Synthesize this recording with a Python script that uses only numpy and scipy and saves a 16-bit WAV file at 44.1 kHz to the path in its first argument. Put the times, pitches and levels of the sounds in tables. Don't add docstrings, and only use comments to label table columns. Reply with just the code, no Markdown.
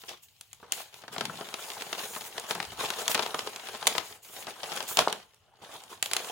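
import sys
import numpy as np
from scipy import signal
from scipy.fft import rfft, irfft, next_fast_len
from scipy.io import wavfile
from scipy.ndimage import uniform_filter1d

SR = 44100
rng = np.random.default_rng(int(sys.argv[2]) if len(sys.argv) > 2 else 0)


def wrap_up_sound(samples):
    columns = np.atleast_2d(samples).T
    tamed = np.clip(columns, -1, 1)
    steps = np.round(tamed * 32767).astype(np.int16)
    wavfile.write(sys.argv[1], SR, steps)


N = 278271
TIME_S = np.arange(N) / SR


def undb(db):
    return 10 ** (np.asarray(db) / 20)


def unit(x):
    return x / np.sqrt(np.mean(x ** 2) + 1e-18)


def colour(x, points, skirt_db=20):
    size = next_fast_len(x.shape[-1] + 2048) // 2 * 2
    hz, db = np.transpose(points)
    log_hz = np.log(np.maximum(np.arange(size // 2 + 1) * SR / size, 1))
    outside = np.abs(log_hz - np.clip(log_hz, np.log(hz[0]), np.log(hz[-1])))
    outline_db = np.interp(log_hz, np.log(hz), db) - skirt_db * outside
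    cepstrum = irfft(np.log(undb(outline_db)))
    cepstrum[1:size // 2] *= 2
    cepstrum[size // 2 + 1:] = 0
    response = np.exp(rfft(cepstrum))
    return irfft(rfft(x, size) * response)[..., :x.shape[-1]]


def ports(three, apart):
    apart = np.clip(apart, .01, .99)
    return np.sqrt(1 - apart) * three[0] + np.sqrt(apart) * three[1:]


# f/Hz, relative level/dB
AIR_OUTLINE = [(40, -10.5), (105, 7.5), (240, -16.5), (900, -23), (1900, -31), (3000, -6.5), (4500, -38),
               (16000, -31.5)]
AIR_RMS_DB = -69.5


def air():
    hush = ports(rng.standard_normal((3, N)), apart=0.32)
    return unit(colour(hush, AIR_OUTLINE)) * undb(AIR_RMS_DB)


def crackle(rate_hz, spread_db, t60_s, smooth):
    size = undb(spread_db * np.minimum(rng.exponential(size=N), 4))
    kicks = (rng.random(N) < rate_hz / SR) * size ** 2
    decay = np.exp(-2 * np.log(1000) / (t60_s * SR))
    power = signal.lfilter([1], [1, -decay], kicks)
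    power = power / (uniform_filter1d(power, size=4410) + 1e-9) + abs(smooth)
    return np.sqrt(power) * rng.standard_normal((3, N))


def flicker(x, depth_db, width_bins, hold_frames):
    spectrum = signal.stft(x, nperseg=512)[2]
    field = rng.standard_normal(spectrum.shape[1:])
    field = uniform_filter1d(field, width_bins, axis=0)
    field = unit(uniform_filter1d(field, hold_frames, axis=1))
    return unit(signal.istft(spectrum * undb(depth_db * field))[1][:, :N])


def grip(rate_hz, depth_db):
    fit = np.cumsum(rng.random(N) < rate_hz / SR)
    db = depth_db * np.clip(rng.standard_normal(N), -2, 1)[fit]
    return unit(uniform_filter1d(undb(db), size=300))


# t/s, effort level/dB
EFFORT = [(0.1, -57.5), (0.2, -69), (0.68, -67.5), (0.8, -54.5), (1.08, -66), (1.2, -52), (1.49, -52),
          (1.75, -47), (2.3, -51), (2.75, -49.5), (3.15, -45), (3.7, -49), (3.98, -48), (4.2, -69),
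          (4.78, -42), (4.9, -50.5), (5.06, -47), (5.28, -69), (5.56, -79), (5.72, -53), (6.02, -65.5),
          (6.16, -46.5)]
# start t/s, length/s, level/dB, slip/dB (>0 sliding, <0 bending)
STROKES = [(0.076, 0.058, -47, -7), (0.218, 0.018, -55.5, 4), (0.63, 0.14, -63, -12),
           (0.72, 0.099, -44.5, 0), (0.935, 0.056, -57.5, 1), (1.114, 0.026, -46.5, -2),
           (1.58, 0.4, -54.5, 5.5), (1.972, 0.076, -40.5, 1.5), (2.05, 0.23, -54.5, 10.5),
           (2.478, 0.039, -41, 1), (2.783, 0.072, -40, -1.5), (2.95, 0.071, -41.5, 0.5),
           (3.088, 0.029, -34, 3.5), (3.87, 0.14, -47.5, 0.5), (4.02, 0.14, -53, 2),
           (4.219, 0.12, -56, 5.5), (4.319, 0.11, -49.5, 3), (4.47, 0.042, -45, -2.5),
           (4.871, 0.083, -45, 7.5), (4.978, 0.029, -30.5, -5), (5.079, 0.085, -47, -4.5),
           (5.41, 0.19, -77, -9.5), (5.612, 0.093, -54, -3.5), (5.711, 0.041, -48.5, -2.5),
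           (5.888, 0.05, -49.5, 0), (6.03, 0.041, -57, 12), (6.17, 0.11, -59, 10)]
STROKE_ATTACK_S, STROKE_RELEASE_TAU_S = 0.014, 0.019
HANDLING_SLIP_DB = -0.5
FLEX_TRIM_DB, CRINKLE_TRIM_DB, SLIDE_TRIM_DB = 1, 1, -3.5
FOLDED_FLEX_DB, OPENING_S, OPEN_S = -12, 0.44, 1.26


def handling():
    moves = [(undb(np.interp(TIME_S, *np.transpose(EFFORT))), HANDLING_SLIP_DB)]
    for start_s, length_s, db, slip_db in STROKES:
        attack = np.clip((TIME_S - start_s) / STROKE_ATTACK_S, 0, 1)
        release = np.exp(-np.maximum(TIME_S - start_s - length_s, 0) / STROKE_RELEASE_TAU_S)
        moves.append((undb(db) * attack * release, slip_db))
    power = sum(np.outer(undb([-slip_db, 0, slip_db]), gain) ** 2 for gain, slip_db in moves)
    flex_db, crinkle_db, slide_db = 10 * np.log10(power)
    folded_db = np.interp(TIME_S, [OPENING_S, OPEN_S], [FOLDED_FLEX_DB, 0])
    return flex_db + FLEX_TRIM_DB + folded_db, crinkle_db + CRINKLE_TRIM_DB, slide_db + SLIDE_TRIM_DB


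# f/Hz, relative density/dB per Hz
FLEX_OUTLINE = [(90, -13.5), (160, -8), (225, -6), (290, -8.5), (425, 1.5), (560, -1.5), (760, 3.5),
                (1500, -3.5), (2100, -13)]
# f/Hz, relative density/dB per Hz
CRINKLE_OUTLINE = [(900, -13.5), (1600, -5.5), (3200, 1.5), (4800, -4.5), (6000, -8), (7500, -20)]
# f/Hz, relative density/dB per Hz
SLIDE_OUTLINE = [(4200, -22), (6000, -3), (6900, 3), (8000, -2.5), (10000, 0), (12500, -11.5),
                 (16000, -10.5)]
FIZZ_PER_SLIDE, FIZZ_DB = 0.59, -4


def rustle():
    flex_db, crinkle_db, slide_db = handling()
    flex = ports(crackle(rate_hz=170, spread_db=3.0, t60_s=0.06, smooth=0.34), apart=0.21)
    crinkle = ports(crackle(rate_hz=260, spread_db=6.5, t60_s=0.044, smooth=1.0), apart=0.91)
    slide = ports(crackle(rate_hz=1700, spread_db=4.0, t60_s=0.023, smooth=1.0), apart=0.12)
    fizz = colour(ports(rng.standard_normal((3, N)), apart=0.41), [(8000, -22.5), (14500, -5)])
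    flex = flicker(colour(flex, FLEX_OUTLINE), 2.5, width_bins=5, hold_frames=7)
    crinkle = flicker(colour(crinkle, CRINKLE_OUTLINE), 2.5, width_bins=5, hold_frames=7)
    slide = flicker(colour(slide, SLIDE_OUTLINE), 2.5, width_bins=5, hold_frames=7)
    highpass = signal.butter(4, 2500, "highpass", fs=SR, output="sos")
    thin = signal.sosfiltfilt(highpass, crinkle)
    crinkle = thin + (crinkle - thin) * np.minimum(undb(flex_db - crinkle_db + 6), 1)
    fizz_gain = np.minimum(undb(FIZZ_PER_SLIDE * (slide_db - flex_db) + FIZZ_DB), 1)
    hiss = slide + fizz / np.std(fizz) * fizz_gain * undb(1.5)
    paper = flex * undb(flex_db) + crinkle * undb(crinkle_db) + hiss * undb(slide_db + 0.5)
    return paper * grip(rate_hz=40, depth_db=2)


def strain(rise_db, tau_s):
    next_snap_s = np.append(np.sort(np.array(SNAPS)[:, 0]), np.inf)
    wait_s = next_snap_s[np.searchsorted(next_snap_s, TIME_S)] - TIME_S
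    return undb(rise_db * np.exp(-wait_s / tau_s))


SMALL_PER_S, SMALL_OVER_EFFORT_DB, SMALL_SPREAD_DB = 12, 8.5, 2.5
SMALL_BRIGHT_DB, SMALL_BRIGHT_SPREAD_DB = -2, 6


def minor_creases():
    times_s = np.cumsum(rng.exponential(size=200)) / SMALL_PER_S + .01
    size, shade = rng.standard_normal((len(times_s), 2)).T
    effort_db = np.interp(times_s, *np.transpose(EFFORT))
    db = effort_db + SMALL_OVER_EFFORT_DB + SMALL_SPREAD_DB * np.minimum(size, 1.5)
    bright_db = SMALL_BRIGHT_DB + SMALL_BRIGHT_SPREAD_DB * shade
    return [row for row in zip(times_s, db, bright_db) if row[0] < TIME_S[-1]]


def shiver(t, t60_s, points, apart, rise_s, tail_db, tail_t60_s):
    fall = undb(-60 * t / t60_s) + undb(tail_db - 60 * t / tail_t60_s)
    rise = 1 - np.exp(-(t / rise_s) ** 2)
    wave = colour(ports(rng.standard_normal((3, len(t))), apart) * fall * rise, points)
    return wave / np.sqrt(np.mean(wave[:, t < .008] ** 2, axis=1, keepdims=True))


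# t/s, level/dB, brightness/dB (>0 tight folds, <0 slack panels)
SNAPS = [(0.0925, -39, 6.5), (0.4107, -42.5, 11.5), (0.5307, -43, 13), (0.6286, -46, -34),
         (0.7216, -23, 12), (0.942, -45.5, 3.5), (1.037, -44.5, -13), (1.08, -40, -5.5), (1.1628, -35, -13),
         (1.1814, -31, -1), (1.209, -26.5, -3), (1.2536, -31, 3.5), (1.2964, -35.5, -19), (1.4098, -36, -9),
         (1.5407, -31.5, 1), (1.8209, -33, 0.5), (1.9285, -28.5, -0.5), (2.1622, -35, -11),
         (2.3798, -30.5, -2.5), (2.509, -25.5, -1), (2.5532, -33.5, -10.5), (2.602, -31, -3.5),
         (2.6272, -36.5, 1), (2.9032, -28, 3.5), (3.0796, -22.5, 7), (3.1464, -24, 4.5), (3.151, -23.5, -2),
         (3.1767, -29.5, -5), (3.193, -23.5, -5.5), (3.2281, -31, 0), (3.262, -31.5, -3.5),
         (3.3434, -28, -16), (3.3914, -29, -0.5), (3.4731, -32.5, -5), (3.7482, -38, -5.5),
         (3.8267, -33.5, -7), (3.8695, -17, 6.5), (3.8746, -19, 10.5), (3.9511, -30.5, -9),
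         (3.9807, -24, 1), (4.469, -37.5, -2), (4.6322, -33.5, -2), (4.7186, -34, -3), (4.8045, -31, -3),
         (4.9712, -20, 4), (4.9897, -16, 0), (5.0817, -29.5, -5.5), (5.1265, -28, 3), (6.0265, -22, 9),
         (6.0594, -32, 5.5), (6.1132, -32, 4), (6.1339, -23.5, 8), (6.166, -23.5, 4.5)]
SNAP_BASS_DB, SNAP_TREBLE_DB = -4, -10.5
BASS_PER_BRIGHT, TREBLE_PER_BRIGHT = 0.91, 1.16
SNAP_BASE_T60_S, T60_HALVING_DB = 0.016, 28


def snaps():
    out, t = np.zeros((2, N + SR)), np.arange(SR // 10) / SR
    for start_s, db, bright_db in SNAPS + minor_creases():
        t60_s = SNAP_BASE_T60_S * 2 ** (-bright_db / T60_HALVING_DB)
        bass_db = SNAP_BASS_DB - BASS_PER_BRIGHT * bright_db
        treble_db = SNAP_TREBLE_DB + TREBLE_PER_BRIGHT * bright_db
        weights = unit(undb([bass_db, 0, treble_db])) / np.sqrt(3)
        bass = shiver(t, t60_s * 1.5, FLEX_OUTLINE, apart=0.06,
                      rise_s=0.00043, tail_db=-14.5, tail_t60_s=0.16)
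        middle = shiver(t, t60_s * 1.1, CRINKLE_OUTLINE, apart=0.82,
                        rise_s=0.00042, tail_db=-24.0, tail_t60_s=0.18)
        treble = shiver(t, t60_s * 0.93, SLIDE_OUTLINE, apart=0.26,
                        rise_s=0.000093, tail_db=-27.5, tail_t60_s=0.17)
        snap = weights[0] * bass + weights[1] * middle + weights[2] * treble
        balance_db = np.array([[1], [-1]]) * rng.normal(0, 1)
        start = int((start_s - .0003) * SR)
        out[:, start:start + len(t)] += snap * undb(db + balance_db)
    return out[:, :N]


# centre t/s, half length/s (to 1/e), f/Hz, level/dB
SWINGS = [(1.272, 0.13, 178, -46.5), (2.572, .04, 139, -50), (2.725, 0.13, 82.5, -56)]


def swings():
    out = np.zeros(N)
    for centre_s, half_s, hz, db in SWINGS:
        band = signal.butter(2, [hz / 1.4, hz * 1.4], "bandpass", fs=SR, output="sos")
        swell = np.exp(-np.minimum(((TIME_S - centre_s) / half_s) ** 2, 20))
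        flutter = signal.sosfilt(band, rng.standard_normal(N)) * swell
        out += undb(db) * flutter * np.sqrt(np.sum(swell ** 2) / np.sum(flutter ** 2))
    return out


# t/s, peak level/dB, air pulse f/Hz
POPS = [(2.6022, -14.5, 1920), (5.0754, -6.5, 800)]


def pops():
    out = np.zeros(N)
    for centre_s, db, hz in POPS:
        u = np.minimum((np.pi * hz * (TIME_S - centre_s)) ** 2, 50)
        out += undb(db) * (2 * u - 1) * np.exp(-u)
    return np.array([out, out])


def room_noise(t, apart, points, t60_s):
    noise = ports(rng.standard_normal((3, len(t))), apart)
    return colour(noise, points) * undb(-60 * t / t60_s)


def room(x, wet_db, t60_low_s, t60_high_s):
    t = np.arange(SR // 2) / SR
    low = room_noise(t, 0.56, [(150, -0.5), (3200, -2.5), (6000, -4.5), (16000, -22)], t60_low_s)
    high = room_noise(t, 0.83, [(2500, -19.5), (7000, -4.0), (16000, 4.5)], t60_high_s)
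    onset = np.minimum(t / 0.015, 1)
    tail = unit((low + high) * onset) * undb(wet_db) / np.sqrt(len(t))
    return x + signal.fftconvolve(x, tail, axes=1)[:, :N]


# t/s, left minus right level/dB
PLACE = [(4.5, 0.5), (5.0, -0.5), (6.05, -1.5)]


def scene():
    pan_db = np.interp(TIME_S, *np.transpose(PLACE))
    paper = rustle() * strain(rise_db=1.0, tau_s=0.039) + snaps() + swings() + pops()
    paper = paper * undb(np.array([pan_db, -pan_db]) / 2)
    return room(paper, wet_db=-13.0, t60_low_s=0.28, t60_high_s=0.14) + air()


# f/Hz, left minus right level/dB
PORT_MISMATCH = [(400, 0), (2000, 4), (12000, -2.5)]
# f/Hz, side gain/dB
SIDE_GAIN = [(1000, 0), (2300, -1), (5000, 1.5), (7000, 1), (16000, -5)]
TOP_HZ = 16000


def record(dry):
    left, right = [colour(x, [(hz, sign * db / 2) for hz, db in PORT_MISMATCH], skirt_db=0.5)
                   for x, sign in zip(dry, (1, -1))]
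    mid, side = (left + right) / 2, (left - right) / 2
    side_db = np.interp(np.fft.rfftfreq(N, 1 / SR), *np.transpose(SIDE_GAIN))
    side = irfft(rfft(side) * undb(side_db), N)
    lowpass = signal.ellip(10, .2, 80, TOP_HZ, fs=SR, output="sos")
    return signal.sosfilt(lowpass, [mid + side, mid - side])


dry = scene()
out = record(dry)
wrap_up_sound(out)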